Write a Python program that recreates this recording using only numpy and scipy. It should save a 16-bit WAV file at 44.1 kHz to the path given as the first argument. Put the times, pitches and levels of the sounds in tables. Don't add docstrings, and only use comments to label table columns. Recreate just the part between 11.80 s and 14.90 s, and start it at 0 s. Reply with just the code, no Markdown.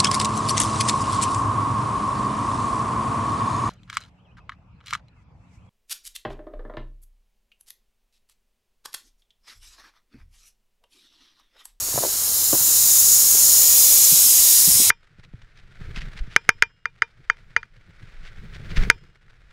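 import sys
import numpy as np
from scipy import signal
from scipy.io import wavfile
from scipy.ndimage import uniform_filter1d, map_coordinates

SR = 44100
rng = np.random.default_rng(int(sys.argv[2]) if len(sys.argv) > 2 else 0)


def gain_from_db(level_db):
    decades = np.asarray(level_db, float) / 20
    return 10 ** decades


def unload_audio(sound):
    columns = np.transpose(np.atleast_2d(sound))
    steps = np.round(np.clip(columns, -1, 1) * 32767)
    wavfile.write(sys.argv[1], SR, steps.astype(np.int16))


N = 136710
TOP_HZ = 15720


def unit(x):
    return x / np.sqrt(np.mean(x ** 2) + 1e-20)


def along(points, hz):
    f, v = np.transpose(points)
    return np.interp(np.log(hz + 1), np.log(f + 1), v)


def curves(rows, t):
    s, *cols = np.transpose(rows)
    return [np.interp(t, s, c) for c in cols]


def wobble(rate_hz, t):
    return map_coordinates(rng.standard_normal(200), [t * rate_hz])


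def patches(shape, bins, frames):
    field = uniform_filter1d(rng.standard_normal(shape), size=bins, axis=0)
    return unit(uniform_filter1d(field, size=frames, axis=1))


def noise_sheet():
    hz, t, z = signal.stft(rng.standard_normal((2, N)), SR, nperseg=1024)
    return hz[:, None], t, z


def spread(z, wide, lean=0):
    side_z = z[1] * wide + z[0] * lean
    mid, side = signal.istft(np.array([z[0], side_z]), nperseg=1024)[1][:, :N]
    return np.array([mid + side, mid - side])


def resonance(hz, centre_hz, width_hz):
    return 1j * hz * width_hz / (centre_hz ** 2 - hz ** 2 + 1j * hz * width_hz)


def jet_colour(hz, t, facing):
    # Hz, dB per Hz.
    aside = [(880, -39), (1500, -25), (2070, -19.5), (3970, -12), (4600, -14), (6950, -3.5), (8130, -5),
             (13300, -2.5), (15700, -2)]
    # Hz, dB per Hz.
    front = [(880, -53), (1500, -38.5), (3390, -19), (4010, -2.5), (4380, -4), (5170, 7), (6810, -4),
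             (11900, -1.5), (15700, -15.5)]
    view_db = (1 - facing) * along(aside, hz) + facing * along(front, hz)
    # time in s, mouth in Hz, fizz above shelf in dB, body below shelf in dB.
    turn = [(0, 6760, -1, 0.5), (.3, 6940, 1.5, 1), (.6, 6900, 4.5, -0.5), (.95, 6920, 4.5, -0.5),
            (1.3, 6830, 4.5, -2), (1.6, 6780, 1, -2.5), (1.9, 6850, 6.5, 0.5), (2.2, 6820, -1.5, -0.4),
            (2.5, 6570, -3, -0.5), (2.75, 6770, 0.5, .8), (2.95, 6940, -4, 0.5), (3.1, 6900, -7, 6)]
    mouth_hz, fizz_db, body_db = curves(turn, t)
    fizz_shelf_hz, body_shelf_hz = 13800, 4180
    fizz = fizz_db / (1 + (fizz_shelf_hz / (hz + 1)) ** 12)
    body = body_db / (1 + (hz / body_shelf_hz) ** 6)
    return gain_from_db(view_db) * (hz < TOP_HZ) * gain_from_db(fizz + body), mouth_hz


def mouth_modes(hz, t, mouth_hz, mouth_db):
    # Hz, width in Hz, level in dB, centre in s, half length in s.
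    shoulders = [(4200, 680, -5.5, .15, 0.32), (5370, 310, -6, 2.95, 0.55), (9800, 330, -4, 0.5, 0.69),
                 (12100, 240, -12, 2.3, 0.25), (12900, 400, -6, .55, 0.26), (10350, 300, -5, 1.5, .3),
                 (13200, 340, -18, 1.25, 0.26), (8700, 1000, -8, 3.0, .2), (10800, 690, -4, 2.8, 0.15)]
    modes = gain_from_db(mouth_db) * resonance(hz, mouth_hz, width_hz=400)
    for centre_hz, width_hz, db, at_s, half_s in shoulders:
        lobe = gain_from_db(db) * np.exp(-((t - at_s) / half_s) ** 2)
        modes = modes + lobe * resonance(hz, centre_hz, width_hz)
    return modes


def surface_echoes(hz, t):
    # time in s, delay in ms, strength 0-1.
    snow = [(0, .895, .18), (.3, .91, .3), (.75, .962, .3), (1.1, 1.0, .05), (1.8, 1.15, .13),
            (2.1, 1.195, .2), (2.5, 1.2, .18), (2.62, 1.1, 0), (2.72, 1.022, .25), (3.1, 1.02, .2)]
    # time in s, delay in ms, strength 0-1.
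    track_bed = [(0, 2.3, .04), (.6, 2.25, .1), (1.2, 2.15, .16), (1.8, 2.08, .12), (2.15, 2.05, .25),
                 (2.5, 2.06, .2), (2.7, 2.1, .03), (3.1, 2.1, .03)]
    # time in s, delay in ms, strength 0-1.
    frame = [(0, 0.9, 0), (.6, 0.67, 0.05), (1.3, 0.63, 0.04), (2.0, 0.8, 0), (2.6, 0.59, 0.05),
             (3.1, 0.58, 0.1)]
    echoes = 0
    for surface in (snow, track_bed, frame):
        delay_ms, strength = curves(surface, t)
        echoes = echoes + strength * np.exp(-2j * np.pi * hz * delay_ms / 1000)
    full_hz = 11600
    return echoes * np.clip(hz / full_hz, .35, 1)


def jet():
    # time in s, jet level in dB, facing the jet 0-1, mouth resonance in dB.
    approach = [(0, -25, .3, 8.5), (.3, -22.5, 0.4, 0), (.55, -19.5, 0.44, 2), (.8, -16.5, 0.33, 6),
                (1.0, -14.5, 0.42, 6), (1.17, -13, 0.32, 7), (1.36, -12.5, 0.34, 9), (1.47, -13.5, 0.26, 7),
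                (1.76, -12.5, 0.34, 5), (2.0, -12, 0.3, 4), (2.3, -12.5, 0.24, -2),
                (2.55, -12.5, 0.25, 0.5), (2.75, -12, 0.33, -4), (2.84, -13.5, 0.24, -4),
                (3.02, -13.5, 0.28, -20), (3.1, -15.5, 0.33, -14)]
    # Hz, side under mid in dB.
    jet_wide = [(1500, -5), (3000, -9), (4500, -13.5), (6000, -17.5), (10000, -15.5), (14000, -12.5)]
    patchy_db, flutter_db = 1.05, 0.21
    hz, t, z = noise_sheet()
    level_db, facing, mouth_db = curves(approach, t)
    colour, mouth_hz = jet_colour(hz, t, facing)
    modes = mouth_modes(hz, t, mouth_hz, mouth_db)
    patchy = gain_from_db(patchy_db * patches(z.shape[1:], bins=5, frames=20))
    shape = colour * np.abs(1 + modes) * np.abs(1 + surface_echoes(hz, t)) * patchy
    shape = shape / np.sqrt(np.mean(shape ** 2, axis=0))
    level = gain_from_db(level_db + flutter_db * wobble(14.1, t))
    return spread(z * shape * level, gain_from_db(along(jet_wide, hz)))


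def knocks(rows, rise_cycles, overtone_db):
    overtone_ratio, rattle_db, rattle_s = 1.55, -18, .025
    out, t = np.zeros(N + SR), np.arange(SR // 8) / SR
    bins_hz = np.fft.fftfreq(len(t), 1 / SR)
    for s, db, hz, t60 in rows:
        swing = np.sin(2 * np.pi * hz * t)
        swing = swing + gain_from_db(overtone_db) * np.sin(2 * np.pi * overtone_ratio * hz * t)
        swing = swing * gain_from_db(-60 * t / t60) * (1 - np.exp(-t * hz / rise_cycles))
        noise_z = np.fft.fft(rng.standard_normal(len(t)))
        noise = np.real(np.fft.ifft(noise_z * resonance(bins_hz, hz, 2.9 * hz) ** 2))
        rattle = gain_from_db(rattle_db - 60 * t / (t60 + rattle_s)) * unit(noise) * (1 - np.exp(-t * hz))
        start = round((s - .2 / hz) * SR)
        out[start:][:len(t)] += gain_from_db(db) * (swing / np.abs(swing).max() + rattle)
    return out[:N]


def grip():
    # time in s, peak in dB, Hz, t60 in s.
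    slips_out = [(.0865, -28, 450, .012), (.1412, -22, 330, .012), (.1593, -21, 800, .005),
                 (.1787, -9.5, 640, .008), (.1765, -20, 650, .004), (.1857, -16, 660, .012),
                 (.2078, -24, 400, .014), (.2205, -25, 380, .017), (.2297, -20, 620, .009),
                 (.2372, -10, 620, .007), (.2432, -24, 400, .012), (.2492, -16, 560, .014),
                 (.2545, -21, 446, .014), (.2635, -25, 358, .03), (.2775, -29, 396, .024),
                 (.7323, -12, 520, .005), (.7288, -22, 600, .004), (.846, -32, 250, .016),
                 (.8835, -29, 350, .012), (.899, -32, 400, .01), (1.55, -26, 420, .02),
                 (3.0012, -23, 300, .01), (3.0163, -25.5, 220, .022)]
    # time in s, peak in dB, Hz, t60 in s.
    slips_in = [(.1779, -15, 700, .003), (.2364, -17, 700, .003), (.1601, -20, 500, .004),
                (.7301, -14, 520, .006), (.7334, -10.5, 330, .014), (.7405, -16, 420, .013),
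                (.746, -18, 330, .015), (.7335, -19, 950, .009), (.7515, -19, 330, .014),
                (.7507, -24, 1000, .012), (.763, -29, 300, .02), (3.0028, -23, 220, .022),
                (.2296, -26, 1150, .008), (.131, -31, 1100, .015), (.805, -30, 920, .025),
                (.797, -31, 950, .012), (.816, -33, 850, .015)]
    # time in s, peak in dB, Hz, t60 in s.
    thuds = [(.143, -29, 130, .082), (.178, -28.5, 130, .073), (.735, -30.5, 124, .05),
             (2.322, -25.5, 160, .06), (2.46, -37.5, 222, .04), (2.8765, -24.5, 165, .04),
             (2.8835, -30, 200, .07), (2.955, -31, 120, .05), (2.941, -35, 120, .05), (2.9, -37, 70, .2),
             (.8, -37, 130, .15), (2.99, -33, 170, .08), (3.07, -38, 90, .06)]
    slip_low_hz, slip_left_db, shell_top_hz = 120, 3.6, 1550
    slips = knocks(slips_out, .43, overtone_db=-6) - knocks(slips_in, .43, overtone_db=-6)
    high_pass = signal.butter(1, slip_low_hz, "high", fs=SR, output="sos")
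    slips = signal.sosfiltfilt(high_pass, slips)
    both = slips * gain_from_db([[0], [-slip_left_db]]) + knocks(thuds, 1, overtone_db=-10)
    low_pass = signal.butter(4, 1.34 * shell_top_hz, fs=SR, output="sos")
    return signal.sosfiltfilt(low_pass, both)


def drones():
    # Hz, level in dB, centre in s, half length in s.
    hums = [
        (60, -52, 2.7, 1.8),
        (107.3, -48, 1.1, 0.4),
        (143, -50, 1.5, 0.47),
    ]
    t = np.arange(N) / SR
    out = np.zeros(N)
    for hz, db, at_s, half_s in hums:
        swell = gain_from_db(db) * np.exp(-((t - at_s) / half_s) ** 2)
        out += swell * np.sin(2 * np.pi * hz * t + 1.4 * wobble(9.4, t))
    return out


def outdoors():
    # Hz, dB per Hz.
    floor = [(12, -37), (20, 6), (107, -5), (180, -9.5), (500, -8), (1200, -7), (1800, -10), (3000, -14.5),
             (5500, -120)]
    # time in s, level in dB.
    floor_level = [(0, -42.5), (.6, -41), (1.2, -40.5), (1.8, -39), (2.4, -40.5), (2.8, -41), (3.1, -40)]
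    # Hz, side under mid in dB.
    floor_wide = [(30, -20), (150, -14), (400, -9), (800, -5), (1300, -4), (2500, -4)]
    # Hz, share of mid in side.
    floor_left = [(100, 0), (300, .06), (700, .14), (1300, .12)]
    # centre in Hz, width in Hz, dB re floor, centre in s, half length in s.
    far_roar = (525, 51, 4, 1.97, 0.36)
    hz, t, z = noise_sheet()
    level_db, = curves(floor_level, t)
    roar_hz, width_hz, roar_db, at_s, half_s = far_roar
    roar = 1 + gain_from_db(roar_db) * np.exp(-((t - at_s) / half_s) ** 2 - ((hz - roar_hz) / width_hz) ** 2)
    bed = gain_from_db(along(floor, hz))
    bed = bed / np.sqrt(np.mean(bed ** 2)) * gain_from_db(level_db) * roar
    return spread(z * bed, gain_from_db(along(floor_wide, hz)), along(floor_left, hz)) + drones()


def scene():
    return jet() * gain_from_db([[.2], [-.2]]) + grip() + outdoors() * gain_from_db([[.4], [-.4]])


def fold_treble(x):
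    # time in s, width left 0-1.
    narrows = [(0, 0.87), (2.15, 0.67), (2.22, 0.1), (2.33, 0.5), (2.37, 1), (2.44, 0.3), (2.72, 0.2),
               (2.78, 0.7), (3.1, 0.6)]
    # start in s, length in s, lower edge in Hz.
    wide_open = [(0.167, 0.056, 1500), (0.259, 0.045, 1500), (0.553, 0.052, 1500), (0.896, 0.046, 1500),
                 (1.068, 0.049, 1500), (1.238, 0.13, 1500), (1.453, 0.044, 3750), (1.584, 0.088, 2260),
                 (1.752, 0.13, 2750), (1.964, 0.088, 3250), (2.091, 0.048, 4480), (2.341, 0.058, 1500),
                 (2.765, 0.063, 1500), (2.898, 0.054, 1500)]
    # centre in s, lower edge in Hz, upper edge in Hz, side gain in dB.
    wide_bursts = [
        (1.198, 5400, 7700, 16),
        (1.197, 10400, 11700, 11),
        (2.18, 7100, 8200, 17),
        (2.25, 5200, 6930, 16),
        (2.855, 4260, 6200, 14),
    ]
    block_s, stereo_below_hz = 0.021, 1400
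    hz, t, z = signal.stft((x[0] - x[1]) / 2, SR, nperseg=1024, noverlap=768)
    keep = (hz[:, None] < stereo_below_hz) * curves(narrows, t)[0]
    spans = [(*row, TOP_HZ, 0) for row in wide_open]
    spans += [(s - block_s / 2, block_s, lo, hi, db) for s, lo, hi, db in wide_bursts]
    for s, long_s, lo, hi, db in spans:
        fade = np.clip(np.minimum(t - s, s + long_s - t) / block_s * 2 + .5, 0, 1)
        keep = np.maximum(keep, gain_from_db(db) * np.outer((hz > lo) & (hz < hi), fade))
    side = signal.istft(z * keep, nperseg=1024, noverlap=768)[1][:N]
    return x.mean(axis=0) + np.array([side, -side])


def thin_valley(x):
    # time in s, centre in Hz, half width in Hz, share of bands emptied 0-1.
    valley = [(0, 2200, 600, .12), (.6, 2200, 700, .12), (.8, 2000, 600, .03), (1.3, 2100, 700, .07),
              (1.7, 2100, 800, .13), (2.1, 1650, 380, .2), (2.6, 1600, 330, .2), (3.1, 1650, 330, .2)]
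    # start in s, length in s, centre in Hz.
    dropouts = [(0, .1, 1920), (1.62, .1, 1540), (1.8, .2, 1510), (2.0, .27, 1545), (2.13, .22, 1810),
                (2.4, .1, 1800), (2.44, .07, 1650), (2.49, .19, 1470), (2.7, .07, 1340), (2.83, .07, 1370),
                (2.86, .15, 1710), (3.0, .1, 1600), (3.05, .06, 1800)]
    empty_db, dropout_half_hz = -22, 46
    hz, t, z = signal.stft(x, SR, nperseg=2048, noverlap=1536)
    centre_hz, half_hz, share = curves(valley, t)
    field = patches(z.shape[1:], bins=3, frames=9)
    chance = share * np.exp(-((hz[:, None] - centre_hz) / half_hz) ** 4)
    empty = 1 / (1 + np.exp(-1.7 * field)) < chance
    for s, long_s, at_hz in dropouts:
        empty = empty | np.outer(np.abs(hz - at_hz) < dropout_half_hz, (t >= s) & (t < s + long_s))
    return signal.istft(z * gain_from_db(empty_db * empty), nperseg=2048, noverlap=1536)[1][:, :N]


def band_limit(x):
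    return signal.sosfilt(signal.butter(12, 15750, fs=SR, output="sos"), x)


def record(dry):
    clipped = np.clip(dry, -1, 1)
    mix = thin_valley(fold_treble(clipped))
    return band_limit(mix)


dry = scene()
out = record(dry)
unload_audio(out)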